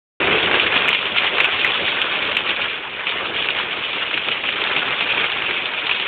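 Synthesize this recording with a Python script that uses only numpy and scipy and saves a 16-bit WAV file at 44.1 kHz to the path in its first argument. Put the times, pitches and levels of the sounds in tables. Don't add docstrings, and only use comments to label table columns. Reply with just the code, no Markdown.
import sys
import numpy as np
from scipy import signal
from scipy.fft import rfft, irfft, next_fast_len
from scipy.io import wavfile
from scipy.ndimage import uniform_filter1d

SR = 44100
rng = np.random.default_rng(int(sys.argv[2]) if len(sys.argv) > 2 else 0)


def persist_wave(psi):
    counts = np.round(np.clip(psi, -1, 1) * 32767).astype(np.int16)
    wavfile.write(sys.argv[1], SR, np.atleast_2d(counts).T)


def boost(x):
    u = np.asarray(x, float) / 20
    return 10 ** u


N = 267687

# start_s, peak_db, ring_hz
GLASS_STONES = [(0.2028, -14, 2450), (0.4289, -10, 3326), (0.5966, -3, 2770), (0.7217, -6.5, 2480),
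                (0.7581, -11.5, 2790), (0.884, -11, 2800), (0.9288, -1, 2990), (1.1606, -9.5, 2716),
                (1.4026, -1.5, 2710), (1.443, -1.5, 2470), (1.6476, 1, 2113), (1.6661, -8.5, 2475),
                (1.7757, -12.5, 2510), (2.0159, -5, 3100), (2.314, -11, 2670), (2.3699, -6, 2800),
                (3.069, -8, 2420), (3.4856, -11, 2430), (4.1108, -14, 2230), (4.13, -10.5, 2510),
                (4.4887, -5.5, 2560), (4.526, -11, 3130), (4.7633, -4.5, 2860), (5.0074, -6.5, 3046),
                (5.0897, -12.5, 2644), (5.198, -10.5, 2260), (5.3182, -9.5, 3170), (5.867, -9.5, 3150),
                (5.8931, -7.5, 2250), (5.9124, -3.5, 2660)]
# start_s, peak_db
ROOF_STONES = [(0.201, -10.5), (0.324, -10.5), (0.396, -13), (0.43, -17), (0.542, -1), (0.658, -18),
               (0.724, -11.5), (0.796, -22.5), (0.877, -12.5), (1.027, -9), (1.162, -6), (1.244, -7),
               (1.382, 2), (1.401, -9), (1.443, -10.5), (1.473, -12.5), (1.643, -12), (1.712, -20.5),
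               (2.016, -20.5), (2.365, -15), (3.567, -16), (3.598, -9), (4.023, -10.5), (4.112, -15),
               (4.289, -10.5), (4.317, -17.5), (4.618, -12.5), (4.672, -6.5), (4.695, -22), (4.906, -8)]


def patter():
    # pitch_hz, level_db (per Hz)
    colour = [(18, -68.5), (30, -32), (69, -19.5), (297, -13), (404, -7.5), (717, -11.5), (1410, -6),
              (1950, -5), (2450, 3), (3400, -3), (3610, -10), (4000, -20), (5200, -35.5), (8800, -120)]
    t = np.arange(N) / SR
    db, weight_db = storm(t)

    glass_db = db + flurries(t, GLASS_STONES, 1) - 2.0
    panel_db = db + flurries(t, ROOF_STONES, 2) - 4.5 + weight_db - 0.5
    open_s = 1
    shut_db = 2.5 * np.clip((open_s - t) / 0.061, 0, 1)
    cabin_db = db + flurries(t, ROOF_STONES, 3) - 13.5 + 1.3 * weight_db + shut_db - 0.6

    hz = np.fft.rfftfreq(4096, 1 / SR)
    below_2000 = 1 / (1 + (hz / 2000) ** 8)
    below_700 = 1 / (1 + (hz / 700) ** 8)
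    shares = 1 - below_2000, below_2000 - below_700, below_700

    lags = rng.integers(110, 500, 400)[(t / 0.02).astype(int)]
    small = repeated(strikes(1800, 1.5, 1.5, 0.005), lags, 0.26)
    heavy = repeated(strikes(1500, 1.0, 1.3, 0.012), lags, 0.24)
    air = 0.14 * rng.standard_normal(N)
    drives = small, 0.57 * small + 0.83 * heavy, 0.27 * small + 0.52 * heavy + air

    out = np.zeros(N)
    for drive, share, part_db in zip(drives, shares, (glass_db, panel_db, cabin_db)):
        ring = causal(read(colour, hz) + 10 * np.log10(share + 1e-9))
        out += boost(part_db) * evened(signal.oaconvolve(drive, ring)[:N])
    return patchy(out, 1.64, frames=8, bins=4)


def strikes(per_s, spread_db, clump_db, clump_s):
    hit, sign, size = rng.random((N, 3)).T
    clumps = np.clip(rng.standard_normal(4000), -2.5, 1.3)
    clumps = clumps[(np.arange(N) / (SR * clump_s)).astype(int)]
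    level_db = -spread_db * np.log(size + 0.9) + clump_db * clumps
    return (hit < per_s / SR) * np.sign(sign - 0.5) * boost(level_db)


def repeated(x, lags, share):
    n = np.arange(N)
    return x + share * x[n - lags] + share ** 2 * x[n - 2 * lags]


def patchy(x, patchy_db, frames, bins):
    z = signal.stft(x, nperseg=512, noverlap=384)[2]
    patches = rng.standard_normal(z.shape)
    patches = uniform_filter1d(patches, bins, 0)
    patches = evened(uniform_filter1d(patches, frames, 1))
    return signal.istft(z * boost(patchy_db * patches), nperseg=512, noverlap=384)[1][:N]


def storm(t):
    # start_s, patter_db, weight_db
    course = [(0.21, -21.5, 4.5), (0.55, -18.5, 1.5), (0.9, -20, 1.5), (1.08, -21.5, -1), (1.4, -18.5, 0.5),
              (1.8, -19, -1.5), (2.2, -21.5, 1.5), (2.68, -24, 0.5), (2.88, -30, 1), (3.15, -24.5, 2),
              (3.55, -23, 0.5), (3.92, -25, 0), (4.35, -22, -0.5), (4.75, -21.5, 0.5), (5.15, -21.5, 1),
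              (5.5, -23, 1), (5.78, -23.5, -1.5), (6.07, -23, -1)]
    s, db, weight_db = np.transpose(course)
    return np.interp(t, s, db), np.interp(t, s, weight_db)


def flurries(t, big, part):
    # start_s, glass_db, roof_db, cabin_db
    gusts = [(0.332, 1, 1.5, 1.5), (.58, 1.5, 2, 1.5), (.7, -3.5, 0, -3), (0.951, 3.5, -3.5, -6.5),
             (1.02, -3.5, -3, 1), (1.13, -3, -1.5, 0.5), (1.19, 4, 2, 0), (1.25, 1, 5.5, -1.5),
             (1.34, -2, -3.5, 3.5), (1.49, -3, 2, -5.5), (1.6, -0.5, -2, -1), (1.83, -4, -0.5, 6),
             (2.5, 4, 2, 3), (2.63, 3, 3.5, -0.5), (3.02, -1.5, 3, -3), (3.1, 4, 2, -0.5),
             (3.32, -2.5, -1.5, 1.5), (3.41, 3, -0.5, 4), (3.59, 2, 1.5, 1), (3.831, 4.5, 0.5, -0.5),
             (4.24, -2, -2, -3), (4.31, 0, -1, 3), (4.42, -4, -2.5, -1), (4.69, 0, 0, 1),
             (4.79, -0.5, 1, 3.5), (4.909, -1, 1.5, 2.5), (5.1, 3, 0, 1), (5.21, 3.5, 3.5, 0),
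             (5.3, -0.5, -2, -6.5), (5.71, -2.5, 4, 1.5)]
    steps = rng.standard_normal(800)
    out = 1.4 * np.interp(t / 0.016, np.arange(800), steps)

    # centre in s, height in dB, width in s
    swells = [(row[0], row[part], 0.035) for row in gusts]
    swells += [(row[0] + 0.025, 0.5, 0.027) for row in big]
    swells += [(row[0] - 0.0064, -1.5, 0.0064) for row in GLASS_STONES]
    for s, db, width_s in swells:
        near = slice(max(round((s - 0.15) * SR), 0), round((s + 0.15) * SR))
        out[near] += db * np.exp(-((t[near] - s) / width_s) ** 2)
    return out


def stones():
    # start_s, peak_db, ring_hz
    more_stones = [(0.2708, -4.5, 1870), (0.3274, -11, 2490), (0.4587, -10, 3140), (0.5123, -5.5, 2020),
                   (0.5534, -8, 2750), (0.6685, -6.5, 2740), (0.7765, -8, 2690), (0.819, -6.5, 2480),
                   (0.9474, -3.5, 2710), (0.9886, -10, 2850), (1.1827, -3, 2640), (1.2767, -9.5, 2420),
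                   (1.707, -11, 2680), (1.8801, -7, 2240), (2.1546, -9, 2590), (2.4892, -11.5, 2980),
                   (3.3618, -11.5, 2470), (3.4237, -8.5, 2860), (3.5847, -16.5, 2290), (3.963, -13, 3270),
                   (4.1754, -6.5, 2590), (4.2852, -6.5, 3210), (4.4383, -12, 2230), (4.6386, -8.5, 3560),
                   (4.8802, -13, 2780), (5.242, -8.5, 2360), (5.421, -8, 2590), (5.5089, -8.5, 2430),
                   (5.656, -8.5, 3510), (5.9983, -9, 2890)]
    ring_hz, thud_db = 2650, -19

    count = round(10 * N / SR)
    at = rng.random(count) * N / SR
    size, tone, weight = rng.standard_normal((count, 3)).T
    stray_db = storm(at)[0] + 3.5 + size

    # start in s, ring in dB, pitch in Hz, thud in dB
    rows = [(s, db, hz, db + thud_db) for s, db, hz in GLASS_STONES + more_stones]
    rows += [(s, db - 6, ring_hz, db - 4) for s, db in ROOF_STONES]
    rows += zip(at, stray_db, ring_hz + 380 * tone, stray_db + thud_db + 4 * weight)

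    out, t = np.zeros(N), np.arange(3000) / SR
    crack = 2.2 * (np.arange(len(t)) == 50)
    dying = boost(-60 * t / 0.041)
    for s, db, hz, panel_db in rows:
        hit, sign = rng.random((len(t), 2)).T
        splinters = (hit < 2400 / SR) * np.sign(sign - 0.5)
        ticks = (crack + splinters) * dying
        ring = resonate(ticks, hz, 1000)
        ring = resonate(resonate(ring, 2900, 2000), 2900, 2600)
        thud = resonate(resonate(ticks, 1600, 1100), 1800, 1500)
        ring = boost(db - 0.74) * ring / abs(ring).max()
        thud = boost(panel_db - 3.5) * thud / abs(thud).max()
        add(out, s, ring + thud)
    return signal.sosfilt(signal.butter(2, 600, "high", fs=SR, output="sos"), out)


def blows():
    # start_s, peak_db, ring_hz
    hardest = [
        (0.6012, -4, 2530),
        (0.884, -3.5, 2544),
        (0.8907, -3, 2213),
        (1.4064, -3.5, 2247),
        (1.445, -3.5, 2615),
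        (1.6469, -3.5, 2080),
        (2.0173, -4, 2794),
        (2.369, -3.5, 2480),
        (3.4881, -5, 2616),
    ]
    out, ducking, t = np.zeros(N), np.zeros(N), np.arange(-60, 200) / SR
    swell = np.exp(-(t / np.where(t < 0, 0.0004, 0.0009)) ** 2)
    for s, db, hz in hardest:
        add(out, s + t[0], boost(db) * swell * np.cos(2 * np.pi * hz * t))
        add(ducking, s + t[0], np.sqrt(swell))
    return out, ducking


def winder():
    # start_s, hum_db
    motor = [
        (0.2, -26.5),
        (0.23, -19.5),
        (0.35, -18.5),
        (0.502, -22.5),
        (0.6, -32),
        (0.74, -27.5),
        (0.93, -29),
        (1.0, -51),
    ]
    s, db = np.transpose(motor)
    hum = resonate(rng.standard_normal(N), 405, 80)
    hum = resonate(hum, 405, 130)
    return boost(np.interp(np.arange(N) / SR, s, db, right=-90) - 9.0) * evened(hum)


def evened(x):
    return x / np.sqrt(np.mean(x ** 2) + 1e-20)


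def read(points, hz):
    f, value = np.transpose(points)
    return np.interp(np.log(hz + 1), np.log(f + 1), value)


def add(mix, s, sound):
    part = mix[round(s * SR):][:len(sound)]
    part += sound[:len(part)]


def resonate(x, hz, width_hz):
    r = np.exp(-np.pi * width_hz / SR)
    turn = 2 * np.pi * hz / SR
    gain = (1 - r) * 2 * np.sin(turn)
    return gain * signal.lfilter([1], [1, -2 * r * np.cos(turn), r * r], x)


def causal(db):
    log_gain = np.log(boost(np.maximum(np.r_[db, db[-2:0:-1]], -100)))
    return np.fft.ifft(np.exp(np.conj(signal.hilbert(log_gain)))).real[:2048]


def scene():
    knee, sharp = 0.56, 6
    body = patter() + stones() + winder()
    swing = abs(signal.hilbert(body, next_fast_len(N))[:N])
    body = body / (1 + (swing / knee) ** sharp) ** (1 / sharp)
    ring, ducking = blows()
    return (body * (1 - np.minimum(ducking, 1)) + ring)[None]


def band_limit(x):
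    return signal.sosfilt(signal.butter(12, 15870, fs=SR, output="sos"), x)


def record(dry):
    # pitch_hz, level_db
    smoother = [(3300, 1.5), (3700, 4), (4000, -1), (4350, -17.5), (4550, -40), (4750, -63), (5200, -100)]
    sampler_hz, start_s, ceiling = 8000, 0.2, 0.71
    t = np.arange(N) / SR
    size = next_fast_len(N)
    hz = np.fft.rfftfreq(size, 1 / SR)

    band = (hz < sampler_hz / 2) / (1 + (20 / (hz + 1)) ** 4)
    low = irfft(rfft(dry * (t > start_s), size) * band, size)[:, :N]
    mirrored = low * (1 + 2 * np.cos(2 * np.pi * sampler_hz * t))
    smoothing = boost(read(smoother, hz)) * (hz < 5600)
    smooth = irfft(rfft(mirrored, size) * smoothing, size)[:, :N]
    smooth = smooth * np.clip((t - start_s) / 0.005, 0, 1)
    return band_limit(np.clip(smooth, -ceiling, ceiling))


dry = scene()
out = record(dry)
persist_wave(out)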